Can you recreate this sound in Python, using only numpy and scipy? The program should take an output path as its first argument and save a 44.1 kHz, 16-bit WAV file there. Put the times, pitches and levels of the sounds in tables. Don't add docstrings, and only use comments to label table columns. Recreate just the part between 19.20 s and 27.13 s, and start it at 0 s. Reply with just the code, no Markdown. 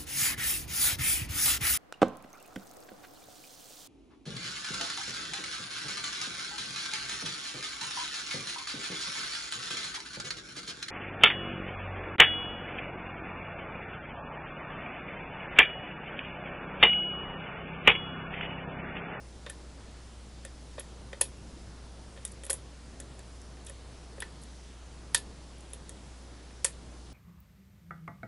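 import sys
import numpy as np
from scipy import signal
from scipy.fft import rfft, irfft, next_fast_len
from scipy.io import wavfile
from scipy.ndimage import uniform_filter1d

SR = 44100
rng = np.random.default_rng(int(sys.argv[2]) if len(sys.argv) > 2 else 0)


def dump_mix(stems):
    frames = np.atleast_2d(stems).T
    limited = np.clip(frames, -1, 1)
    pcm = np.round(limited * 32767).astype(np.int16)
    wavfile.write(sys.argv[1], SR, pcm)


def boost(x):
    u = np.asarray(x, float) / 20
    return 10 ** u


N = 349713


def unit(x):
    return x / np.sqrt(np.mean(x ** 2) + 1e-20)


def along(points, hz):
    point_hz, value = np.transpose(points)
    return np.interp(np.log(hz + 1), np.log(point_hz + 1), value)


def filtered(x, points):
    n = x.shape[-1]
    size = next_fast_len(n + 4096)
    gain = boost(along(points, np.fft.rfftfreq(size, 1 / SR)))
    return irfft(rfft(x, size) * gain, size)[..., :n]


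def add(track, time_s, hit):
    part = track[round(time_s * SR):][:len(hit)]
    part += hit[:len(part)]


def patchy_hiss():
    # (frequency [Hz], density [dB per Hz])
    hiss_colour = [(30, -1), (120, -6), (400, -0.5), (2000, 0.5), (6000, 0.5), (11000, -0.5)]
    open_share = 0.45
    z = signal.stft(rng.standard_normal(N), nperseg=2048)[2]
    field = np.repeat(rng.standard_normal((129, z.shape[1])), 8, axis=0)[:len(z)]
    gate = field < np.quantile(field, open_share)
    noise = signal.istft(z * gate, nperseg=2048)[1][:N]
    return unit(filtered(noise, hiss_colour))


def floor():
    # (frequency [Hz], density [dB per Hz])
    air_colour = [(30, -15), (110, -11.5), (270, -16.5), (700, -24), (2400, -33), (5000, -32.5),
                  (7200, -36), (10700, -39.5)]
    air_db = -50.5
    z = signal.stft(rng.standard_normal(N), nperseg=512)[2]
    field = uniform_filter1d(rng.standard_normal(z.shape), 12, 0)
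    field = uniform_filter1d(field, 30, 1)
    noise = signal.istft(z * boost(0.99 * unit(field)), nperseg=512)[1][:N]
    return boost(air_db) * unit(filtered(noise, air_colour))


def hum():
    # (frequency [Hz], rms level [dB], phase [rad])
    mains = (60.015, -48.6, -.58)
    hz, rms_db, phase_rad = mains
    t = np.arange(N) / SR
    return boost(rms_db) * np.sqrt(2) * np.sin(2 * np.pi * hz * t + phase_rad)


def roomed(hit):
    # (frequency [Hz], t60 [s])
    room_t60 = [(300, 0.13), (1800, 0.15), (4000, 0.11), (8000, 0.14), (11000, 0.15)]
    # (frequency [Hz], level [dB])
    room_share = [(300, -7), (1800, -9.5), (4000, -2), (8000, -11.5), (11000, -13)]
    hz, t, z = signal.stft(rng.standard_normal(SR // 5), SR, nperseg=128)
    onset = 1 - np.exp(-t / 0.0018)
    fade = boost(-60 * t / along(room_t60, hz)[:, None]) * onset
    share = boost(along(room_share, hz))[:, None] / np.linalg.norm(fade, axis=1, keepdims=True)
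    tail = signal.istft(z * fade * share, SR, nperseg=128)[1] / 8
    return signal.fftconvolve(hit, np.concatenate([[1], tail]))


def struck(modes, t60_s, scatter_db, size, extra_db=0):
    t, f = np.arange(size) / SR, np.fft.rfftfreq(size, 1 / SR)
    impact = boost(12.5) * (t == 0)
    force = rfft(rng.standard_normal(size) * boost(-60 * t / t60_s) + impact)
    force = force / np.abs(force) ** 0.75
    hz, width_hz, db = np.transpose(modes)[:, :, None]
    db = db + np.reshape(extra_db, (-1, 1)) + scatter_db * rng.standard_normal(hz.shape)
    sign = (-1.) ** np.arange(len(hz))[:, None]
    resonance = 1j * f * width_hz / (hz * hz - f * f + 1j * f * width_hz)
    response = np.sum(boost(db) * sign * resonance, 0)
    hit = irfft(force * response, size)[:size // 2]
    return hit / np.abs(hit).max()


def handle():
    # (frequency [Hz], width [Hz], level [dB])
    handle_modes = [(1745, 14, 2.5), (1840, 60, 4)]
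    # (time [s], level [dB])
    shakes = [
        (5.022, -56),
        (5.9466, -24),
        (7.4465, -33),
    ]
    track = np.zeros(N)
    for time_s, db in shakes:
        add(track, time_s, boost(db) * struck(handle_modes, 0.004, scatter_db=0, size=32768))
    return track


def knocks():
    # (frequency [Hz], width [Hz], level [dB])
    plug_modes = [(2490, 143, -0.5), (3260, 300, -1), (3646, 226, 2), (4630, 1800, -0.5), (5520, 1340, -2)]
    wrench_modes = [(1150, 460, -13.5), (1463, 157, -5.5), (1788, 74, 1), (1931, 81, 1), (2130, 710, -10.5)]
    vise_modes = [(385, 50, -2), (548, 34, 9.5), (881, 123, -7), (1030, 260, -4)]
    # (time [s], plug [dB], wrench [dB], vise [dB])
    taps = [(0.2636, -39.5, -40, -41.5), (0.27, -54, -49, -42), (0.296, -42.5, -43.5, -55),
            (1.2498, -47, -42.5, -49.5), (1.5803, -56, -50, -37.5), (1.583, -49, -56, -43),
            (1.588, -47, -48, -47), (1.6038, -48, -46, -59), (1.9301, -42.5, -39.5, -39.5),
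            (2.0535, -48, -73, -59), (2.925, -66, -66, -50), (2.963, -57, -53, -56),
            (2.9751, -52, -50, -49), (3.0503, -40.5, -49, -53), (3.235, -45, -50, -53),
            (3.2654, -46, -54, -52), (3.3302, -47, -54, -44), (3.343, -57, -58, -44),
            (3.8001, -51, -50, -47), (3.9926, -57, -49.5, -59), (4.37, -66, -55, -64),
            (4.4703, -48, -53, -69), (4.4851, -48, -65, -61), (4.4976, -52, -49, -50),
            (4.9808, -71, -53, -44.5), (5.004, -43, -52, -65), (6.5332, -45, -53, -52),
            (6.693, -52, -55, -59), (7.307, -55, -56, -62), (7.4641, -57, -58, -55)]
    # (time [s], plug [dB], wrench [dB], vise [dB], jaw ring [dB])
    plug_jumps = [
        (2.0108, -42, -40, -31, -6),
        (2.0129, -26.5, -36, -38, -6),
        (3.297, -32, -48, -34, -9),
        (3.3032, -38, -36, -37, 1),
        (5.0218, -35, -32, -43, -10),
        (5.9462, -20.5, -31, -33.5, -21),
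        (5.9474, -23.5, -27, -47, -19),
        (7.4453, -26, -32, -52, 8),
        (7.448, -33, -37, -33, -6),
    ]
    # (time [s], level [dB], frequency [Hz], t60 [s])
    bench_thump = (2.011, -42, 130, 0.1)
    hard_db, hard_per_db = -4, 0.45
    tap_hard_db, tap_jaw_db = -12, 2.5
    upper = np.array(plug_modes)[:, 0] > 4300
    jaw = np.arange(len(vise_modes)) == 1

    blows = [(*row, hard_db + hard_per_db * (row[1] - row[2])) for row in plug_jumps]
    blows += [(*row, tap_jaw_db, tap_hard_db) for row in taps]
    track = np.zeros(N)
    for time_s, plug_db, wrench_db, vise_db, jaw_db, upper_db in blows:
        plug = struck(plug_modes, 0.023, scatter_db=1.5, size=8192, extra_db=upper_db * upper)
        wrench = struck(wrench_modes, 0.026, scatter_db=2.0, size=8192)
        vise = struck(vise_modes, 0.014, scatter_db=2.5, size=8192, extra_db=jaw_db * jaw)
        hit = boost(plug_db + 4.5) * plug + boost(wrench_db + 4.5) * wrench + boost(vise_db + 5.0) * vise
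        add(track, time_s, roomed(hit))

    time_s, db, hz, t60_s = bench_thump
    t = np.arange(SR // 10) / SR
    add(track, time_s, boost(db - 60 * t / t60_s) * np.sin(2 * np.pi * hz * t))
    return track


def contacts():
    # (time [s], level [dB], snap centre [Hz])
    touches = [(0.263, -54, 6800), (0.296, -44, 10100), (0.2994, -28.5, 9600), (1.2506, -36.5, 8400),
               (1.5961, -25.5, 11500), (1.931, -50, 7200), (2.0418, -35, 9100), (3.0511, -24.5, 9300),
               (3.078, -42, 8000), (3.252, -33, 10000), (3.2655, -34, 10000), (3.3303, -22.5, 9800),
               (3.3398, -32, 10000), (3.8018, -33, 8200), (3.9926, -43.5, 7400), (4.2166, -49, 7340),
               (4.4491, -45, 9450), (4.467, -37.5, 8240), (4.497, -35, 9400), (5.0031, -27, 10900),
               (5.0222, -37, 9400), (5.236, -41.5, 7850), (5.978, -29, 9800), (6.384, -51, 10000),
               (6.4074, -48, 8600), (6.503, -54, 10000), (6.5335, -32, 10300), (6.5462, -43, 10000),
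               (6.6936, -36.5, 8400)]
    # (time [s], level [dB], snap centre [Hz])
    cracks = [(2.0103, -25, 10500), (2.0129, -10.5, 10300), (2.0166, -18, 10400), (3.2985, -27, 10300),
              (3.303, -16, 9000), (3.3094, -22, 9600), (5.9465, -8, 10700), (5.9482, -19, 7800),
              (5.95, -26, 6960), (7.4455, -15, 9000), (7.4492, -16, 8200)]
    # (start [s], length [s], level [dB], change to the end [dB])
    scrapes = [
        (1.6036, .006, -42, -10),
        (3.1157, .007, -47.5, 4),
        (3.2356, .005, -41, -5),
        (3.246, 0.0036, -43, -5),
        (3.314, .008, -35, -3),
        (4.4637, .009, -47, 1),
        (4.4847, .009, -51, -6),
        (5.2165, 0.013, -48, -3),
        (7.4516, 0.017, -26, -14),
        (7.47, 0.037, -41, -7),
    ]
    skid_hz, pitch_spread, level_scatter_db = 9500, 0.065, 0
    rebound_s, touch_rebound_db, crack_rebound_db = 0.002, -9.5, -12.5

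    first = np.array(touches + cracks)
    luck = rng.random((len(first), 2))
    again = first.copy()
    again[:, 0] += rebound_s * (0.5 + luck[:, 0])
    again[:, 1] += [touch_rebound_db] * len(touches) + [crack_rebound_db] * len(cracks)
    again[:, 2] *= 1 + pitch_spread * (2 * luck[:, 1] - 1)

    skids = []
    way = np.linspace(0, 1, 4)
    for start_s, length_s, db, change_db in scrapes:
        time_luck, level_luck, pitch_luck = rng.standard_normal((3, 4))
        time_s = start_s + length_s * (way + 0.065 * time_luck * (way > 0))
        level_db = db + change_db * way + level_scatter_db * level_luck
        skids += zip(time_s, level_db, skid_hz * (1 + pitch_spread * pitch_luck))
    return np.vstack([first, again, skids])


def pins():
    # (frequency [Hz], width [Hz], level [dB])
    cylinder_modes = [(6920, 120, 8), (8400, 270, -26), (9800, 580, 3), (10300, 340, 8.5), (11170, 200, 26)]
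    rattle_s, doubling_db = 0.013, 43
    track = np.zeros(N)
    for time_s, db, hz in contacts():
        t60_s = rattle_s * 2 ** ((db + 16.5) / doubling_db)
        snap_modes = [(0.82 * hz, 0.33 * hz, -6), (1.058 * hz, 0.3 * hz, 0)]
        snap = struck(snap_modes, t60_s, scatter_db=0.5, size=2048)
        brass = boost(-6) * struck(cylinder_modes, 1.9 * t60_s, scatter_db=4.5, size=2048)
        add(track, time_s, boost(db + 8.5) * roomed(snap + brass))
    return filtered(track, [(3000, -5), (5000, 2.5), (7000, -2.0)])


def scene():
    mono = pins() + knocks() + handle() + hum() + floor()
    return np.tile(mono, (2, 1))


def roll_off(x):
    return signal.sosfilt(signal.butter(12, 12410, fs=SR, output="sos"), x)


def record(dry):
    # (frequency [Hz], gain [dB])
    band_limit = [(10900, -0.5), (11100, -11.5), (11250, -31), (11500, -32.5), (12400, -47), (16000, -78)]
    hiss = boost(-69.5) * patchy_hiss()
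    mix = filtered(dry + [hiss, -hiss], band_limit)
    return roll_off(mix)


dry = scene()
out = record(dry)
dump_mix(out)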